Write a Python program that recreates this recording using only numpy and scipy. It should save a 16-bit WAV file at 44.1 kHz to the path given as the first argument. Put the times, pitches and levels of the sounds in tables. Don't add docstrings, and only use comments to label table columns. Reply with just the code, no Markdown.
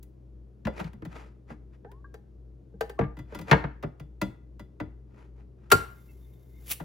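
import sys
import numpy as np
from scipy import signal
from scipy.fft import rfft, irfft
from scipy.io import wavfile
from scipy.ndimage import uniform_filter1d

SR = 44100
rng = np.random.default_rng(int(sys.argv[2]) if len(sys.argv) > 2 else 0)


def to_wav(s):
    ch = np.atleast_2d(s).T
    pcm = np.round(np.clip(ch, -1, 1) * 32767)
    wavfile.write(sys.argv[1], SR, pcm.astype(np.int16))


N = 301644


def amp(db):
    return 10 ** (np.asarray(db) / 20)


def unit(x):
    return x / np.sqrt(np.mean(x ** 2) + 1e-20)


def read(points, hz):
    f, value = np.transpose(points)
    return np.interp(np.log(hz + 1), np.log(f + 1), value)


def add(mix, s, sound):
    part = mix[:, max(round(s * SR), 0):][:, :sound.shape[1]]
    part += sound[:, :part.shape[1]]


def bins(size):
    return np.fft.rfftfreq(size, 1 / SR)


# (f/Hz, likeness: 1 same, 0 unrelated, negative leans to opposite)
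STEREO_LIKENESS = [(60, 1), (200, 0.83), (500, 0.3), (1200, 0.065), (2300, 0.56), (6000, 1), (8800, -0.85),
                   (11200, 1), (13400, -0.69), (15300, 1)]


def noise_pair(size):
    left, other = rfft(rng.standard_normal((2, size)))
    like = np.clip(read(STEREO_LIKENESS, bins(size)), -1, 1)
    right = like * left + np.sqrt(1 - like ** 2) * other
    return irfft([left, right], size)


def tinted(x, colour):
    return unit(irfft(rfft(x) * amp(read(colour, bins(N))), N))


def slow_gain(samples):
    return unit(uniform_filter1d(rng.standard_normal(N), samples))


def dying(x, t60s, stretch=1):
    hz, t, z = signal.stft(x, SR, nperseg=128)
    fade = amp(-60 * t / (stretch * read(t60s, hz)[:, None]))
    return signal.istft(z * fade, SR, nperseg=128)[1][:, :x.shape[1]]


def ring(hz, db, t60, t):
    return amp(db) * np.exp((2j * np.pi * hz - np.log(1000) / t60) * t)


def swell(s, rise, fall, db, curve):
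    t = np.arange(N) / SR - s
    away = np.minimum(np.maximum(-t / rise, t / fall), 10)
    return amp(db - 20 * away ** curve)


# (f/Hz, rms level/dB before the stereo balance)
HUM_TONES = [(59.4, -50.5), (57, -58.5), (123.4, -58.5), (308, -72.5)]
# (f/Hz, relative level/dB per Hz)
RUSH_COLOUR = [(25, -26), (40, -10), (80, -3), (105, 1), (160, -3), (200, -1), (250, -7), (380, -4),
               (520, -14), (800, -25), (2000, -40), (4000, -46), (10000, -51), (16000, -58)]
RUSH_DB = -57.5


def refrigerator(waver=0.083):
    t = np.arange(N) / SR
    drift = unit(sum(np.sin(2 * np.pi * (f * t + rng.random())) for f in np.geomspace(.3, 4, 12)))
    hum = 0
    for hz, db in HUM_TONES:
        phase = 2 * np.pi * (hz * t + rng.random()) + waver * drift
        hum = hum + amp(db) * unit(np.sin(phase))
    rush = amp(RUSH_DB) * tinted(noise_pair(N), RUSH_COLOUR)
    return (hum + rush) * amp([[1.3], [-1.3]])


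# (f/Hz, t60/s)
KITCHEN_DECAY = [(100, .3), (500, 0.36), (1500, 0.42), (4000, 0.33), (8000, .3), (15000, 0.28)]


def kitchen(x, wet_db=-14, gap=0.0016):
    onset = np.clip(np.arange(SR) / SR / gap - 1, 0, 1)
    tail = dying(noise_pair(SR), KITCHEN_DECAY) * onset
    return amp(wet_db) * signal.fftconvolve(x, tail / np.linalg.norm(tail[0]), axes=1)[:, :N]


# (peak t/s, rise t/s, fall t/s, level/dB before trim and balance)
STROKES = [(0.804, 0.058, 0.038, -36), (0.87, 0.057, 0.031, -47.5), (1.17, 0.089, .13, -43.5),
           (1.505, 0.026, 0.043, -45.5), (1.752, 0.038, 0.017, -58), (3.35, 0.089, .11, -49),
           (3.505, 0.041, 0.011, -34.5), (5.2, 0.11, 0.11, -56), (5.397, 0.049, 0.063, -63),
           (5.65, 0.1, 0.18, -65)]
# (f/Hz, relative level/dB)
STROKE_COLOUR = [(120, -9.5), (300, -3), (1000, -6), (2500, -13), (4000, -23), (7000, -27), (12000, -35.5),
                 (16000, -46)]


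def scrapes(level_db=-2, grain_db=2.0, stutter_db=2.0, ring_db=0, curve=1.4):
    catches = amp(grain_db * slow_gain(60) + stutter_db * slow_gain(500))
    hz = bins(N)
    modes = CAN_MODES + OPENER_MODES
    resonance = sum(1 / (1 + 1j * (hz - f) * t60 / 1.6) for f, _, t60 in modes)
    body = 1 + amp(ring_db) * resonance
    rub = irfft(rfft(noise_pair(N) * catches) * body, N)
    envelope = sum(swell(*stroke, curve) for stroke in STROKES)
    return amp(level_db) * tinted(rub, STROKE_COLOUR) * envelope


# (t/s, starting f/Hz, final f/Hz, length t/s, starting level/dB before balance)
GLIDES = [(1.843, 610, 1138, .18, -54), (1.861, 1367, 1860, 0.088, -68), (2.042, 1060, 1176, 0.025, -48.5),
          (2.044, 1576, 1635, 0.026, -48), (2.975, 1110, 1199, 0.16, -43), (6.086, 2690, 2630, 0.047, -65)]


def gurgles_and_squeak(fade_db=18):
    out = np.zeros((2, N))
    for s, start_hz, end_hz, length, db in GLIDES:
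        u = np.arange(0, 1, 1 / (length * SR))
        hz = end_hz + (start_hz - end_hz) * (1 - u) ** 2
        envelope = amp(db - fade_db * u ** 2) * signal.windows.tukey(len(u), .2)
        tone = envelope * np.sin(2 * np.pi * np.cumsum(hz) / SR)
        add(out, s, np.array([tone, tone]))
    return out


LEAK_START_S, LEAK_END_S, LEAK_EDGE_S = 5.76, 6.8, .12
LEAK_DB, LEAK_SAG_DB_PER_S = -63, 15.5
# (peak t/s, rise t/s, fall t/s, level/dB)
AIR_BURSTS = [(6.68, .035, 0.056, -48.5), (6.717, 0.025, 0.023, -23.5)]
# (f/Hz, relative level/dB)
LEAK_TINT = [(900, -1), (2000, -7), (4000, -11), (7000, -8.5), (9000, -11.5), (12000, -1), (16000, -6)]
BURST_TINT = [(500, -13), (1500, -11.5), (2600, -2.5), (4200, -10.5), (7000, -8), (12000, -2), (16000, -6)]
# (f/Hz, half-width f/Hz at half amplitude, level/dB over the flow)
LEAK_WHISTLES = [(2110, 60, -12), (3620, 60, -15), (7600, 90, -23)]


def air(sputter_db=3, flutter_db=4.0, grain_db=2, widen_db=-58, widen_rise=0.18, widen_fall=.07, curve=1.05):
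    t = np.arange(N) / SR
    opening = np.clip((t - LEAK_START_S) / LEAK_EDGE_S, 0, 1)
    closing = np.clip((LEAK_END_S - t) / LEAK_EDGE_S, 0, 1)
    flow = opening * closing * amp(LEAK_DB - LEAK_SAG_DB_PER_S * (t - LEAK_START_S))
    flow += swell(AIR_BURSTS[-1][0], widen_rise, widen_fall, widen_db, curve)
    grain = amp(grain_db * slow_gain(400))
    leak = tinted(noise_pair(N) * grain, LEAK_TINT) * flow
    for hz, width, db in LEAK_WHISTLES:
        flutter = amp(flutter_db * slow_gain(1800))
        resonance = 1 / (1 + ((bins(N) - hz) / width) ** 2)
        whistle = irfft(rfft(noise_pair(N)) * resonance, N)
        leak += amp(db) * flow * unit(flutter * whistle)
    sputter = amp(sputter_db * slow_gain(50))
    bursts = sum(swell(*burst, curve) for burst in AIR_BURSTS)
    return leak + tinted(noise_pair(N) * sputter, BURST_TINT) * bursts


BAND_EDGES = np.array([60, 300, 1000, 3000, 7000, 16000])
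BAND_CENTRES = np.sqrt(BAND_EDGES[1:] * BAND_EDGES[:-1])
CONTACT_HZ = 1200


def struck(strength_db, hardness, thud_db, colour):
    octaves = np.maximum(np.log2(BAND_CENTRES / CONTACT_HZ), 0)
    return strength_db + np.r_[thud_db, 0, colour] + hardness * octaves


def voiced(x, band_db, span=0.014):
    size = x.shape[1]
    hz, z = bins(size), rfft(x)
    for _ in range(3):
        energy = np.histogram(hz, BAND_EDGES, weights=(abs(z) ** 2).mean(0))[0] * 2 / size
        gain = amp(band_db) / np.sqrt(energy / (span * SR))
        log_gain = read(np.c_[BAND_CENTRES, np.log(gain)], hz)
        mirrored = np.r_[log_gain, log_gain[-2:0:-1]]
        z = z * np.exp(signal.hilbert(mirrored).conj()[:len(hz)])
    return z


# (f/Hz, t60/s before stretching)
CLATTER_DECAY = [(80, 0.26), (250, 0.14), (700, .09), (2000, 0.061), (5000, 0.028), (14000, 0.04)]
FIRM_DB, CLATTER_GROWTH = -30, .03


def blows(rows, modes, colour, thud_db, crack_db, shimmer_db, stretch, skew, lag, level_db,
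          contact=0.0022, size=24576, count=16):
    out, t, hz = np.zeros((2, N)), np.arange(size) / SR, bins(size)
    delay = lag / (1 + (hz / 260) ** 2)
    bending = np.exp(-2j * np.pi * np.cumsum(delay) * SR / size)
    low_cut = signal.butter(4, 48, "highpass", fs=SR, output="sos")
    fade = np.clip((t[-1] - t) * 10 - .5, 0, 1)
    upper_hz = np.geomspace(2500, 13000, count) * rng.uniform(1.0, 1.05, count)
    partials = modes + [(f, shimmer_db, .09) for f in upper_hz]
    rings = np.array([ring(*partial, t) for partial in partials])
    ports = np.exp(1j * np.outer([0, skew], [f for f, _, _ in partials]) / 1000)
    for s, strength_db, hardness, weight_db, thud_hz, ring_db in rows:
        band_db = struck(strength_db, hardness, weight_db, colour)
        length = stretch * amp(CLATTER_GROWTH * (strength_db - FIRM_DB))
        hit = dying(noise_pair(size), CLATTER_DECAY, length)
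        hit += amp(crack_db) * noise_pair(size) * np.exp(-t / 0.0027)
        turn, luck = rng.uniform(-0.95, 1, (2, len(rings)))
        spot = amp(2 * luck) * np.exp(1j * np.pi * turn)
        hit += amp(ring_db) * ((ports * spot) @ rings).real
        hit += ring(thud_hz, thud_db, 0.11, t).imag
        hit *= 1 - np.exp(-t / contact)
        late_bass = irfft(voiced(hit, band_db) * bending)
        add(out, s, amp(level_db) * fade * signal.sosfilt(low_cut, late_bass))
    return out


THUMP_HITS = [(0.651, -42.5, 5.5, 21, 211, -34), (0.842, -52, 7, 22, 172, -26.5),
              (1.502, -41, -10, 3, 230, -18.5), (3.009, -32.5, -4, 10, 200, -15.5),
              (3.037, -40, -4, 13.5, 130, -17.5), (3.5115, -14.5, 3, 1, 139, -18),
              (3.526, -15, -1.5, -1.5, 178, -20.5), (3.639, -30.5, -3.5, 4.5, 141, -21.5)]
THUMP_RINGS = [(58.3, 0, 0.44), (155.2, 8.5, 0.1), (302, -4, 0.26), (455, -8, 0.25), (550, -2, 0.043),
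               (663, -8.5, .13), (917, 3, 0.066), (1204, -12.5, 0.11), (1633, -6, .12), (2196, -5.5, 0.14)]
THUMP_TINT = (-0.82, -17.5, -35.5)


def counter_blows_and_rim_thump():
    return blows(THUMP_HITS, THUMP_RINGS, THUMP_TINT, thud_db=-6, crack_db=-3, shimmer_db=-8.0,
                 stretch=1, skew=.3, lag=0.0083, level_db=-2.5)


CAN_HITS = [(1.021, -39.5, -3.5, 2.5, 318, -22), (1.846, -43.5, -7, -4.5, 411, -14),
            (1.915, -51.5, 2.5, -18, 400, -31), (2.141, -44.5, 2, -20, 438, -15.5),
            (2.738, -49.5, -31, 5, 198, -9), (2.808, -24.5, 1.26, -19.5, 455, -15),
            (2.895, -38.5, 2.5, -19.5, 400, -16.5), (2.99, -20, -5.5, -3, 457, -19.5),
            (3.322, -40.5, -4, -3, 600, -16)]
CAN_MODES = [(460, 12, 0.066), (641, -9, 0.098), (816, -6.5, 0.24), (885, -5.5, 0.057), (1314, -7.5, 0.082),
             (1567, 7, 0.054), (1784, -6, 0.2), (1890, -16, .22), (2186, -14, .14), (3970, -6, 0.12),
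             (4700, -2, .11)]
CAN_TINT = (-9.5, -22.5, -26)


def can_blows():
    return blows(CAN_HITS, CAN_MODES, CAN_TINT, thud_db=-7.5, crack_db=5.5, shimmer_db=-8,
                 stretch=.85, skew=1.0, lag=.008, level_db=-1)


OPENER_HITS = [(0.028, -70.5, 10.5, 10, 200, -18), (0.668, -26.5, -4, -8.5, 217, -14),
               (0.798, -33.5, -1.5, 2, 189, -20.5), (0.931, -55.5, 1.5, 14.5, 205, -16),
               (1.05, -43.5, 0.5, 10, 165, -18), (3.168, -46.5, -1, 6.5, 167, -8),
               (3.188, -44.5, .5, 7, 130, -8.5), (3.347, -38, 2, 0, 205, -8.5),
               (3.388, -42, 2, 5.5, 175, -18), (3.412, -45, 2.5, 9, 186, -8),
               (3.826, -41, -0.5, -1, 147, -28), (3.833, -31, -5.5, 2, 146, -17.5),
               (3.997, -47.5, 1.1, 10, 148.5, -14.5), (4.214, -25.5, 0.8, 2, 197, -10.5),
               (4.594, -45, 0.8, 4, 205, -9.5), (4.8, -31, -4, 1.5, 306, -16),
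               (6.799, -37.5, -3, 2.5, 156.3, -16)]
OPENER_MODES = [(305.9, -1, 0.086), (587.4, -9, 0.15), (956.6, 1, 0.045), (1256, -6, 0.028),
                (1399, -7, 0.13), (1915, -7, 0.075), (2005, -3.5, 0.12), (2420, -11.5, 0.072),
                (2600, -9.5, 0.076), (3434, -12, 0.25), (4870, -8.5, 0.11), (6850, -14.5, 0.11)]
OPENER_TINT = (-5.5, -16, -20)


def opener_blows():
    return blows(OPENER_HITS, OPENER_MODES, OPENER_TINT, thud_db=-11, crack_db=-1, shimmer_db=-13.5,
                 stretch=1.05, skew=0.26, lag=0.017, level_db=-1.5)


LID_HITS = [(5.702, -46.5, 0.2, -12.5, 398.5, -18.5), (5.7145, -19.5, -2.2, -10.5, 406.4, -24.5),
            (5.7185, -19.5, 1.96, -4.5, 377.7, -10.5)]
LID_RINGS = [(449.3, -4.5, 0.086), (1083, -3.5, 0.088), (1392, 11.5, 0.11), (1373, -13.5, 0.34),
             (1420, -14.5, 0.25), (2077, -14.5, 0.072), (2640, -14, .08), (4480, -8.5, 0.088),
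             (7500, -15, 0.12)]
LID_TINT = (5.4, -7.5, -7.5)


def lid_blows():
    return blows(LID_HITS, LID_RINGS, LID_TINT, thud_db=-18.0, crack_db=-3.5, shimmer_db=-19,
                 stretch=0.8, skew=0.97, lag=0.016, level_db=0.5)


def scene():
    strikes = counter_blows_and_rim_thump() + can_blows() + opener_blows() + lid_blows()
    handling = strikes + gurgles_and_squeak() + scrapes()
    work = handling * amp([[.9], [-.9]]) + air()
    return refrigerator() + kitchen(work) + work


CEILING, CUTOFF_HZ = .85, 15950


def record(dry):
    held = dry / (1 + (dry / CEILING) ** 6) ** (1 / 6)
    lowpass = signal.firwin(401, CUTOFF_HZ, window=("kaiser", 9), fs=SR)
    return signal.oaconvolve(held, lowpass[None], "same")


dry = scene()
out = record(dry)
to_wav(out)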